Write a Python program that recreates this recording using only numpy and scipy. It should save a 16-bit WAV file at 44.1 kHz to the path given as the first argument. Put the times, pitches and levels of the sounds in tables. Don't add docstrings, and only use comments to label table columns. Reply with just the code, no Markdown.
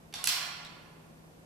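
import sys
import numpy as np
from scipy import signal
from scipy.io import wavfile

SR = 44100
rng = np.random.default_rng(int(sys.argv[2]) if len(sys.argv) > 2 else 0)


def to_wav(s):
    ch = np.atleast_2d(s).T
    pcm = np.round(np.clip(ch, -1, 1) * 32767)
    wavfile.write(sys.argv[1], SR, pcm.astype(np.int16))


def rack_gain(trim_db):
    fader = np.asarray(trim_db, float)
    return 10 ** (fader / 20)


N = 63945


def rms_one(x):
    return x / np.sqrt(np.mean(x ** 2) + 1e-20)


def at_hz(points, hz, column=1):
    points = np.array(points)
    return np.interp(np.log(hz), np.log(points[:, 0]), points[:, column])


def butter(x, order, hz, kind="low"):
    return signal.sosfilt(signal.butter(order, hz, kind, fs=SR, output="sos"), x)


def ring(clicks, hz, t60):
    radius, angle = rack_gain(-60 / (t60 * SR)), 2 * np.pi * hz / SR
    return signal.lfilter([0, np.sin(angle)], [1, -2 * radius * np.cos(angle), radius ** 2], clicks + 1e-18)


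def lever():
    # start_s, level_db, rise_s, chatter_length_s, crack_db
    contacts = [
        (.1263, -53, .0001, .004, 0),
        (.1388, -37.5, .0003, .0035, -4),
        (.2398, -29.5, .0017, .0018, -1),
        (.2723, -24, .0002, .003, -1),
        (.6485, -45.5, .0003, .005, -12),
    ]
    # pitch_hz, width_hz, level_db
    pin_touch = [(2090, 630, -5), (2770, 440, 0), (4540, 230, -3), (5860, 220, -7), (10200, 220, -8),
                 (10800, 190, -12), (12100, 290, -12)]
    pin_click = [(813, 390, -9), (1940, 270, -9), (2660, 250, -7), (3610, 260, 0), (4620, 260, -1),
                 (5740, 250, -4), (6310, 140, -12), (7880, 290, -17), (10200, 240, -10), (12100, 430, -28),
                 (12900, 270, -23)]
    lever_catch = [(2090, 620, -9), (2930, 260, -5), (3860, 160, -8), (5840, 250, -1), (6920, 300, -4),
                   (7940, 230, -4), (8860, 210, -5), (10100, 430, 0), (11200, 400, -5), (11800, 230, -13),
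                   (12900, 300, -12), (14600, 200, -23)]
    lever_stop = [(921, 240, -16), (2620, 390, -3), (4620, 360, 0), (5500, 280, -3), (6480, 170, -6),
                  (6960, 320, -8), (7880, 270, -1), (9010, 260, -11), (10100, 230, -7), (11200, 270, -3),
                  (11700, 180, -11), (12600, 270, -14), (14600, 290, -11)]
    settle = [(3890, 270, 0), (4970, 180, -13), (5630, 220, -11), (7830, 280, -15)]
    # pitch_hz, level_db (per Hz)
    cracks = [
        [(530, -42), (900, -3), (3990, -1), (4600, -9), (7150, -24), (10500, -13), (15500, -36)],
        [(410, -40), (700, -7), (3070, -6.5), (3490, -2), (4700, -4), (7310, -8.5), (10400, -12.5),
         (14200, -31), (15500, -66)],
        [(530, -29), (900, -13), (4230, -2), (5700, -1), (7500, -3.5), (9980, -3.5), (13300, -22), (15500, -21)],
        [(410, -46), (700, -18), (1370, -11), (2630, -6), (4030, -4), (4580, -1.5), (8990, -9), (11400, -9),
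         (15500, -16)],
        [(1800, -30), (3200, -11), (3950, -5), (5200, -13), (8000, -14.5), (11000, -37), (16000, -60)],
    ]
    room_sends = [-1, -0.7, -2.5, -0.42, -10]
    # pitch_hz, level_db, t60_s
    tubes = [(1146, -43.5, 0.18), (1412, -54, 0.5), (2753, -41, 0.046), (3297, -37, 0.048),
             (4660, -35, 0.037), (5677, -33.5, 0.072), (8100, -36, 0.045), (11330, -45, 0.012)]

    resonances = [pin_touch, pin_click, lever_catch, lever_stop, settle]
    direct, diffuse = sum(contact(*event, peaks, crack, send_db)
                          for event, peaks, crack, send_db in zip(contacts, resonances, cracks, room_sends))
    diffuse = diffuse + sum(rack_gain(db) * ring(diffuse, hz, t60) for hz, db, t60 in tubes)
    return butter([direct, diffuse], 4, 520, "high")


def contact(start, level_db, rise, length, crack_db, peaks, crack, send_db):
    chatter_per_s, chatter_spread_db, ring_share = 6200, 2, 0.55
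    burst, span = 600, 4000
    peak_at = int(rise * SR)

    chance, sign, height = rng.random((3, 1 + len(peaks), burst))
    age = np.arange(burst) / SR
    swell = np.where(age < rise, (age / rise) ** 2, np.exp(-np.abs((age - rise) / length) ** 1.5))
    hit = (chance < chatter_per_s / SR) | (np.arange(burst) == peak_at)
    clicks = np.zeros((1 + len(peaks), span))
    clicks[:, :burst] = hit * np.sign(sign - 0.5) * rack_gain(chatter_spread_db * np.log(height + 0.01)) * swell

    body = 0
    for train, (hz, width, db) in zip(clicks[1:], peaks):
        ringing = np.diff(ring(train, hz, 2.2 / (ring_share * width)), prepend=0)
        body = body + rack_gain(db) * np.sqrt(width) * rms_one(ringing)
    direct = rms_one(body) + rack_gain(crack_db) * coloured(clicks[0], crack)
    single_click = 1.0 * (np.arange(span) == peak_at)
    diffuse = rack_gain(send_db) * coloured(single_click, crack)

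    out, i = np.zeros((2, N + span)), int(start * SR)
    out[:, i:i + span] = rack_gain(level_db) * np.array([direct, diffuse]) * np.sqrt(0.005 * SR / span)
    return out[:, :N]


def coloured(clicks, colour):
    edges = np.geomspace(480, 16000, 21)
    out = 0
    for low, high in zip(edges, edges[1:]):
        gain = rack_gain(at_hz(colour, np.sqrt(low * high))) * np.sqrt(high - low)
        out = out + gain * rms_one(butter(clicks, 2, [low, high], "band"))
    return rms_one(out)


def room_response():
    # delay_s, left_db, right_db, smear_s
    echoes = [(.0052, -15, -11, .0008), (.0102, -6.5, -12, .002), (.0135, -9, -8.5, .002),
              (.0174, -5, -4.5, .0016)]
    pan_db, left_lag_s = -4.5, 0.00001
    t, out = np.arange(2500) / SR, 0
    for delay, left_db, right_db, smear in echoes:
        shape = (t >= delay) * np.exp(-np.maximum(t - delay, 0) / smear)
        noise = shape * rng.standard_normal((2, len(t))) / np.sqrt(np.sum(shape ** 2))
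        out = out + rack_gain([[left_db], [right_db]]) * noise
    out = np.roll(butter(out, 1, 13000), 32, axis=1)
    out[0, :64] += rack_gain(pan_db / 2) * np.sinc(np.arange(64) - 32 - left_lag_s * SR) * np.hanning(64)
    out[1, 32] += rack_gain(-pan_db / 2)
    return out


def room_tail():
    # pitch_hz, t60_s, level_db, left_right_likeness, left_right_db
    room = [(500, 1.97, 5, 0.38, 0), (1040, 1.66, 8, 0.33, -1), (1950, 1.397, 4.5, 0.14, -4),
            (3420, 1, 5.5, 0.12, -4), (5560, 0.77, 3, 0.068, -4.5), (10100, 0.62, 1.5, 0.08, -3.5),
            (15100, 0.5, 3.5, 0.18, -3)]
    tail_db, start_s, rise_s, low_rise_s = -32.5, 0.001, 0.0034, 0.024
    t = np.arange(N) / SR

    def tail(hz):
        build_s = rise_s + low_rise_s * 1000 / hz
        rise = 1 - np.exp(-np.maximum(t - start_s, 0) / build_s)
        decay_db = -60 * t / at_hz(room, hz)
        gain = rise * rack_gain(tail_db + at_hz(room, hz, column=2) + decay_db)
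        return gain, at_hz(room, hz, column=3), at_hz(room, hz, column=4)
    return bands(tail)


def bands(shape):
    warm_up = 4000
    out, edges = 0, 18 * 2 ** np.arange(0, 10.1, 1 / 3)
    white = rng.standard_normal((2, 2, N + warm_up))
    for k, (low, high) in enumerate(zip(edges, edges[1:])):
        mid, side = butter(white[k % 2], 2, [low, high], "band")[:, warm_up:]
        gain, alike, pan_db = shape(np.sqrt(low * high))
        alike = np.clip(alike, -1, 1)
        stereo = np.sqrt(1 + alike) * mid + np.sqrt(1 - alike) * side * [[1], [-1]]
        out = out + gain * rack_gain([[pan_db / 2], [-pan_db / 2]]) * stereo
    return out


def background():
    # pitch_hz, level_db (per Hz)
    air_colour = [(14, -25), (30, -11.5), (90, -6), (240, -5.5), (700, -11.5), (1300, -19), (4000, -28),
                  (13500, -32)]
    # pitch_hz, left_right_likeness
    air_alike = [(40, 0.93), (130, .85), (280, 0.33), (700, 0.27), (1650, -0.51), (5000, -0.025),
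                 (14000, 0.029)]
    # pitch_hz, left_right_db
    air_pan = [(60, 0.5), (240, 2.4), (950, -3), (3770, -0.75), (15000, -0.77)]
    hum_hz, hum_width_hz = 161.2, 35
    air_db, skirt_db, tone_db = -56, -68.5, -60.5

    def air_shape(hz):
        return rack_gain(at_hz(air_colour, hz)), at_hz(air_alike, hz), at_hz(air_pan, hz)
    air = butter(rms_one(bands(air_shape)), 12, 13640)
    skirt = ring(rng.standard_normal(2 * N), hum_hz, 2.2 / hum_width_hz)[N:]
    tone = np.sin(2 * np.pi * hum_hz * np.arange(N) / SR)
    return rack_gain(air_db) * air + rack_gain(skirt_db) * rms_one(skirt) + rack_gain(tone_db) * rms_one(tone)


def scene():
    direct, diffuse = lever()
    early = signal.fftconvolve(direct[None], room_response(), axes=1)[:, 32:N + 32]
    late = signal.fftconvolve(diffuse[None], room_tail(), axes=1)[:, :N]
    return early + late + background()


def roll_off(x):
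    return signal.sosfilt(signal.butter(12, 16300, fs=SR, output="sos"), x)


def record(dry):
    heard = butter(dry, 8, 14700)
    return roll_off(heard)


dry = scene()
out = record(dry)
to_wav(out)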